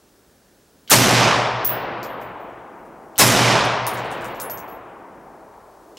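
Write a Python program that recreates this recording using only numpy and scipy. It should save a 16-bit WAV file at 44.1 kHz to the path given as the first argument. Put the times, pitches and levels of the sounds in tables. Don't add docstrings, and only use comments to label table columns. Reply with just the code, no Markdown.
import sys
import numpy as np
from scipy import signal
from scipy.fft import rfft, irfft
from scipy.io import wavfile
from scipy.ndimage import uniform_filter1d

SR = 44100
rng = np.random.default_rng(int(sys.argv[2]) if len(sys.argv) > 2 else 0)


def materialize(psi):
    bounded = np.clip(np.atleast_2d(psi).T, -1, 1)
    quanta = np.round(bounded * 32767).astype(np.int16)
    wavfile.write(sys.argv[1], SR, quanta)


def level_to_linear(level):
    exponent = np.asarray(level, float) / 20
    return 10 ** exponent


N = 263803

# start in seconds, crack in dB, roof answer in dB, echo in dB.
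SHOTS = [
    (0.9001, -3, -12.5, 0.39),
    (3.1800, -5, -13, -0.32),
]
# start in seconds, peak in dB, pitch in Hz.
TRIGGER_CLICKS = [
    (.8770, -33, 3050),
    (.8880, -42, 4500),
    (.8968, -22, 1500),
    (3.1577, -37, 3050),
    (3.1700, -39, 4500),
    (5.9706, -33, 2950),
]
# seconds after the shot, level in dB, left against right in dB.
ECHO = [(.03, -13.5, 1), (.075, -20.5, -2.5), (.19, -20, -0.5), (.34, -17.5, -3), (.46, -20, 0),
        (.64, -26.5, 0.7), (1.0, -29.5, 0.8), (1.87, -42.5, 1.3), (2.8, -50, 1.5)]
# seconds after the shot, level in dB, length in seconds.
PANEL_PUSHES = [(.087, -18, 0.13), (.28, -22, .32), (.49, -24.5, 0.182), (.65, -29, .12),
                (.82, -35.5, 0.23), (.93, -36.5, 0.0776), (1.09, -44, .14), (1.22, -45.5, 0.054),
                (1.38, -50.5, 0.13), (1.48, -55, 0.064), (1.68, -57, .12)]
# frequency in Hz, level in dB per Hz.
BLAST_COLOUR = [(15, -56), (25, -31), (85, -16), (118, -6), (150, -2.5), (245, -3.5), (280, -8.5),
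                (349, -5), (617, -1.5), (2980, -9.5), (4480, -15), (5420, -14), (13300, -37.5),
                (15200, -51.5), (16500, -69)]
# frequency in Hz, loss in dB per second of flight.
AIR_LOSS = [(40, -3.5), (100, -0.5), (150, 5), (330, -6.5), (500, 0), (900, -1.5), (1200, 1), (1600, 3.5),
            (2500, 8.5), (3500, 14.5), (4700, 22.5), (6500, 39.5), (9000, 56), (16000, 105)]
# frequency in Hz, level in dB per Hz.
ROOF_COLOUR = [(410, -38), (700, -8.5), (1410, 1.5), (2660, -3.5), (2880, -7.5), (4010, 2.5), (4700, -7),
               (6280, 6), (15000, -1.5), (16500, -25)]
# frequency in Hz, time to fall by 60 dB in seconds.
SHELTER_FADE = [(1000, 0.16), (5000, 0.14), (10000, .17), (16000, 0.093)]
# frequency in Hz, split of the pair in Hz,
# time to fall by 60 dB in seconds, tumbling flutter from 0 to 1.
BRASS_TONES = [
    [(13000, 80, .23, .55), (15470, 75, .25, .55)],
    [(13015, 24, .26, .35), (15715, 20, .25, .3)],
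]
# frequency in Hz, level in dB per Hz.
HUSH_COLOUR = [(15, -45), (25, -7.5), (75, 0), (107, -8.5), (140, -5), (179, -2), (423, -3.5), (974, -13),
               (1140, -14), (1670, -14.5), (2070, -20.5), (3100, -21), (5460, -19.5), (10400, -23.5),
               (15600, -26.5)]
# frequency in Hz, level in dB.
WHINE = [(15734, -73)]
# frequency in Hz, likeness from 0 to 1.
ECHO_ALIKE = [(60, 0.99), (150, 0.96), (380, 0.92), (950, 1), (2380, 0.99), (5980, 0.91), (15000, 1.0)]
# frequency in Hz, likeness from 0 to 1.
HUSH_ALIKE = [(60, 0.77), (180, 0.79), (550, 0.94), (1650, 0.99), (4970, 0.76), (15000, 1)]
# frequency in Hz, left against right in dB.
ECHO_LEAN = [(60, 4.5), (180, -15), (550, 1.5), (1650, 0), (4970, -0.5), (15000, 2)]
# start in seconds, level in dB, pitch in Hz, time to fall by 60 dB in seconds.
STRAY_TONES = [
    (3.8725, -14, 950, .03),
    (4.419, -33, 10980, .16),
]
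# start in seconds, peak in dB, pitch in Hz.
HARD_SLOPES = [
    (3.272, -13, 10000),
    (3.650, -30, 9800),
]
# frequency in Hz, gain in dB.
WIDTH = [(40, -10), (80, -7), (150, -12.5), (1500, 5), (3300, -8.5), (4600, -21.5), (5600, -6),
         (8500, -0.5), (10500, -15), (12500, 0), (16000, -2)]
# frequency in Hz, share from 0 to 1.
BODY_REACH = [(60, 0), (150, 1), (330, 1), (500, 0)]
# frequency in Hz, share from 0 to 1.
RING_REACH = [(700, 0), (850, 1), (1120, 1), (1300, 0)]
# frequency in Hz, loss in dB per second.
FAR_SIDE_LOSS = [(4500, 0), (7000, 7), (12000, 55)]
# frequency in Hz, share from 0 to 1.
REPEATS = [(300, .98), (800, .9), (2000, .6), (4500, .15)]
# start in seconds, click in dB, click centre in Hz,
# low ring in dB, high ring in dB.
FIRST_CASE = [(1.6474, -5, 10100, -15, -8.5), (2.03, -28, 4730, -39.5, -43), (2.096, -58, 5180, -51, -61),
              (2.1634, -64, 4600, -69.5, -66), (2.2044, -54.5, 4950, -62, -54),
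              (2.215, -43, 7000, -51, -53), (2.4014, -60, 6540, -66, -60), (2.4894, -60, 6360, -75, -72),
              (2.7784, -60.5, 6030, -69, -69), (2.8534, -49, 8080, -73.5, -73)]
# start in seconds, click in dB, click centre in Hz,
# low ring in dB, high ring in dB.
SECOND_CASE = [(3.8674, -9, 10200, -36, -35), (3.8874, -41, 5100, -45, -49),
               (3.9353, -24, 9700, -51.5, -45), (3.9734, -30, 6060, -59, -54.5),
               (4.0474, -39, 7500, -63, -72), (4.1074, -34, 8500, -62, -64),
               (4.1158, -31, 7200, -50, -55.5), (4.1774, -43, 4820, -56, -63), (4.211, -36, 7230, -55, -58),
               (4.245, -28.5, 7100, -47, -49), (4.2984, -48, 4830, -57, -58.5),
               (4.348, -42, 5940, -52, -61), (4.396, -41, 4930, -44, -52), (4.4005, -19.5, 7500, -30, -33),
               (4.4987, -29, 5620, -31, -43), (4.5748, -32.5, 6030, -48, -42),
               (4.6804, -47, 4930, -50, -52), (4.711, -51.5, 6000, -45, -52), (4.76, -62, 5000, -62, -64)]
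# start in seconds, dip in dB.
DUCKS = [
    (1.645, 7),
    (3.868, 0.5),
]
# seconds after the shot, length in seconds,
# frequency in Hz, gain in dB.
FACES = [(0.09, 0.21, 340, 3), (.27, 0.074, 281, 4), (0.425, 0.076, 1080, 2), (0.593, 0.37, 1050, 2.5),
         (.35, .3, 4600, 1.5), (0.856, 0.066, 320, 3), (1.3, 0.13, 300, -3.5), (2.061, 0.4, 201, 8.5),
         (2.5, 0.31, 300, -4.5)]

ROOF_DELAY_S = 0.0054
ECHO_S = 2.85
NEAR_S, NEAR_BODY_DB, FAR_BODY_DB, NEAR_RING_DB, FAR_RING_DB = .38, 4.5, -5.5, 1.5, 0.5
BASS_LATE_DB, BASS_LATE_S, BASS_HZ = 14.5, .03, 250
FACE_OCTAVES = .5
RUMBLE_DB, RUMBLE_DB_PER_S, RUMBLE_REST_DB = -48.5, 12, -68
DUCK_IN_S, DUCK_HOLD_S, DUCK_OUT_S = 0.0023, 0.012, .06


def unit(x):
    return x / np.sqrt(np.mean(x ** 2) + 1e-20)


def along(points, hz):
    f, v = np.transpose(points)
    return np.interp(np.log(hz + 1), np.log(f + 1), v)


def curves(rows, t):
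    s, *cols = np.transpose(rows)
    return [np.interp(t, s, c) for c in cols]


def shaped(gain_db, alike, count=N, size=256):
    hz, t, z = signal.stft(rng.standard_normal((2, count)), SR, nperseg=size)
    hz = hz[:, None]
    turn = np.arccos(np.clip(along(alike, hz), -1, 1)) / 2
    mid, side = z[0] * np.cos(turn), z[1] * np.sin(turn)
    pair = np.array([mid + side, mid - side]) * level_to_linear(gain_db(hz, t))
    return signal.istft(pair, SR, nperseg=size)[1][:, :count]


def add(track, s, x):
    part = track[..., round(s * SR):][..., :x.shape[-1]]
    part += x[..., :part.shape[-1]]


def band(x, lo_hz, hi_hz):
    edges = np.clip([lo_hz, hi_hz], 20, SR / 2 - 500)
    return signal.sosfilt(signal.butter(2, edges, "bandpass", fs=SR, output="sos"), x)


def click(hz, t60, wide=.6):
    t = np.arange(SR // 20) / SR
    burst = band(rng.standard_normal(len(t)) * level_to_linear(-60 * t / t60), hz * (1 - wide), hz * (1 + wide))
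    return burst / np.abs(burst).max()


def tick(lo_hz, hi_hz):
    pulse = band(signal.unit_impulse(300), lo_hz, hi_hz)
    return pulse / np.abs(pulse).max()


def hush(duck_db=14, back_db_per_s=5):
    t = np.arange(N) / SR
    gain_db = sum(-np.clip(duck_db - back_db_per_s * (t - s), 0, None) * (t > s) for s, *_ in SHOTS)
    noise = shaped(lambda hz, u: along(HUSH_COLOUR, np.minimum(hz, 15500)) + 0 * u, HUSH_ALIKE, size=1024)
    air = level_to_linear(-55) * unit(noise)
    whine = np.zeros(N)
    for hz, db in WHINE:
        waver_db = 3 * unit(band(rng.standard_normal(N), 18, 40))
        whine += level_to_linear(db + waver_db) * np.sin(2 * np.pi * hz * t)
    return level_to_linear(gain_db) * (air + whine)


def action():
    out, t = np.zeros(N), np.arange(SR // 50) / SR
    for s, db, hz in TRIGGER_CLICKS:
        add(out, s, level_to_linear(db - 60 * t / .014) * np.sin(2 * np.pi * hz * t))
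        add(out, s, level_to_linear(db - 3) * click(4300, .07, wide=.4) + level_to_linear(db - 10) * click(13500, .008, wide=.2))
    return out


def shelter(x):
    out = np.zeros((2, N))
    for start in range(0, N, SR // 10):
        part = x[None, start:start + SR // 10]
        if part.any():
            tail = shaped(lambda hz, t: -60 * t / along(SHELTER_FADE, hz), [(1000, .9)], count=SR // 4)
            tail = tail / np.linalg.norm(tail[0])
            add(out, start / SR + ROOF_DELAY_S, signal.fftconvolve(part, tail, axes=1))
    return out


def muzzle():
    out, t = np.zeros((2, N)), np.arange(SR // 2) / SR
    for s, crack_db, roof_db, _ in SHOTS:
        crack = click(14000, 0.0069, wide=0.18) + 0.27 * click(5500, 0.002, wide=0.71)
        gas = click(8000, 0.09, wide=1.0)
        add(out, s, level_to_linear(crack_db) * crack + level_to_linear(crack_db - 10) * gas)
        answer = unit(shaped(lambda hz, u: along(ROOF_COLOUR, hz) + 0 * u, ECHO_ALIKE, count=len(t)))
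        fade_db = 60 * np.maximum(t - .02, 0) / .11
        add(out, s + ROOF_DELAY_S, level_to_linear(roof_db - fade_db) * answer)
    return out


def faces_db(hz, t):
    total = 0
    for s, length, face_hz, db in FACES:
        away_time = (t - s) / (length / 2)
        away_pitch = np.log2((hz + 1) / face_hz) / FACE_OCTAVES
        total = total + db * np.exp(-away_time ** 2 - away_pitch ** 2)
    return total


def ground(share, count, young=0.33, patchy_db=1.0):
    def gain_db(hz, t):
        level_db, pan_db = curves(ECHO, t)
        flight, near = np.maximum(t, .07) - young, np.exp(-(t / NEAR_S) ** 2)
        patches = uniform_filter1d(rng.standard_normal((len(hz), len(t))), 5, 0)
        patches = unit(uniform_filter1d(patches, 4, 1))
        lean = np.array([.5, -.5])[:, None, None] * (along(ECHO_LEAN, hz) + pan_db)
        colour = along(BLAST_COLOUR, hz) - along(AIR_LOSS, hz) * flight
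        colour = colour - along(FAR_SIDE_LOSS, hz) * np.maximum(flight - .2, 0)
        colour = colour - BASS_LATE_DB * np.exp(-(t / BASS_LATE_S) ** 2) / (1 + (hz / BASS_HZ) ** 4)
        colour = colour + along(BODY_REACH, hz) * (FAR_BODY_DB + near * (NEAR_BODY_DB - FAR_BODY_DB))
        colour = colour + along(RING_REACH, hz) * (FAR_RING_DB + near * (NEAR_RING_DB - FAR_RING_DB))
        colour = colour + faces_db(hz, t)
        share_db = 10 * np.log10(share(along(REPEATS, hz) ** 2))
        return level_db + 16.5 + colour + patchy_db * patches + lean + share_db
    return shaped(gain_db, ECHO_ALIKE, count=count, size=512)


def echoes(lumpy_db=2.5):
    out, count = np.zeros((2, N)), round(ECHO_S * SR)
    age = np.maximum(np.arange(count) / SR - ROOF_DELAY_S, 0)
    swell = 1 - np.exp(-(age / .0105) ** 2)
    lumps = unit(band(rng.standard_normal(count), 25, 180))
    lumps = level_to_linear(lumpy_db * lumps * np.exp(-age / 0.44))
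    same = ground(lambda kept: kept, count)
    ends = [s for s, *_ in SHOTS[1:]] + [N / SR]
    for (s, *_, echo_db), end in zip(SHOTS, ends):
        fresh = ground(lambda kept: 1 - kept, count)
        echo = (same + fresh) * swell * lumps
        add(out, s, level_to_linear(echo_db) * echo[:, :round((end - s) * SR)])
    return out


def rumble():
    t = np.arange(N) / SR
    roll = (t > SHOTS[0][0]) * level_to_linear(RUMBLE_REST_DB)
    for s, *_ in SHOTS:
        roll = roll + (t > s) * level_to_linear(RUMBLE_DB - RUMBLE_DB_PER_S * (t - s))
    return roll * unit(band(rng.standard_normal(N), 39, 62))


def boom():
    out, t = np.zeros(N), np.arange(2 * SR) / SR
    swing = np.zeros(len(t))
    for k, (s, db, length) in enumerate(PANEL_PUSHES):
        swing += (-1) ** k * level_to_linear(db - 6.2 * ((t - s) / (length / 2)) ** 2)
    hum = swing * np.clip(t / .03, 0, 1) * np.sin(2 * np.pi * 120.2 * t)
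    for s, *_, echo_db in SHOTS:
        add(out, s, np.sqrt(2) * level_to_linear(echo_db) * hum)
    return out


def flinch():
    t = np.arange(N) / SR
    corners = np.cumsum([0, DUCK_IN_S, DUCK_HOLD_S, DUCK_OUT_S])
    return level_to_linear(sum(np.interp(t - s, corners, [0, -db, -db, 0]) for s, db in DUCKS))


def cases():
    clicks, rings = np.zeros(N), np.zeros(N)
    for rows, modes in zip([FIRST_CASE, SECOND_CASE], BRASS_TONES):
        stops = [row[0] for row in rows[1:]] + [rows[-1][0] + .05]
        tumble = unit(band(band(rng.standard_normal(N), 17, 130), 10, 150))
        for (s, db, hz, *rings_db), stop in zip(rows, stops):
            edge_db = min(max(rings_db) - 4, db - 4)
            knock = tick(0.83 * hz, 1.31 * hz) + level_to_linear(-7.5) * tick(5000, 7500)
            add(clicks, s, level_to_linear(db + 0.5) * knock + level_to_linear(edge_db) * tick(9800, 17000))
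            add(clicks, s, level_to_linear(db - 13) * click(hz, .03, wide=.7))
            t = np.arange(round((stop - s + .004) * SR)) / SR
            gate = np.clip(t / .001, 0, 1) * np.clip((t[-1] - t) / 0.0047, 0, 1)
            for ring_db, (ring_hz, split_hz, t60, flutter) in zip(rings_db, modes):
                sway = flutter * np.resize(tumble[round(s * SR):], len(t))
                pair = 0
                for k, level in [(.5, 0.43), (-.5, 1)]:
                    turns = (ring_hz + k * split_hz) * t + rng.random()
                    pair = pair + level * np.sin(2 * np.pi * turns + 2 * k * sway)
                add(rings, s, level_to_linear(ring_db - 60 * t / t60) * pair * gate)
    t = np.arange(SR // 5) / SR
    for s, db, hz, t60 in STRAY_TONES:
        add(rings, s, level_to_linear(db - 60 * t / t60 + 2.7 * tumble[:len(t)]) * np.sin(2 * np.pi * hz * t))
    return clicks, rings


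def slopes():
    out = np.zeros(N)
    for s, db, hz in HARD_SLOPES:
        add(out, s, level_to_linear(db) * band(click(hz, .06, wide=.25), .7 * hz, 1.3 * hz))
    return out


def scene():
    clicks, rings = cases()
    ticks = action()
    wet = shelter(level_to_linear(4.0) * clicks + level_to_linear(-1.0) * rings + level_to_linear(-2.5) * ticks)
    blast = echoes() + muzzle() + slopes() + rumble() + boom() * level_to_linear([[-.7], [.7]])
    brass = level_to_linear(1.2) * clicks + rings * level_to_linear([[.8], [-.8]])
    return flinch() * (blast + brass + ticks + wet + hush())


def band_limit(x):
    return signal.sosfilt(signal.butter(12, 16810, fs=SR, output="sos"), x)


def record(dry):
    width = level_to_linear(along(WIDTH, np.fft.rfftfreq(N, 1 / SR)))
    mid, side = (dry[0] + dry[1]) / 2, irfft(rfft(dry[0] - dry[1]) / 2 * width, N)
    pair = np.array([mid + side, mid - side])
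    pair = pair / (1 + np.abs(pair / .74) ** 4) ** (1 / 4)
    treble_limit = signal.ellip(8, .5, 32, 15900, fs=SR, output="sos")
    bass_limit = signal.butter(2, 30, "highpass", fs=SR, output="sos")
    mix = signal.sosfilt(np.vstack([treble_limit, bass_limit]), pair)
    return band_limit(mix)


dry = scene()
out = record(dry)
materialize(out)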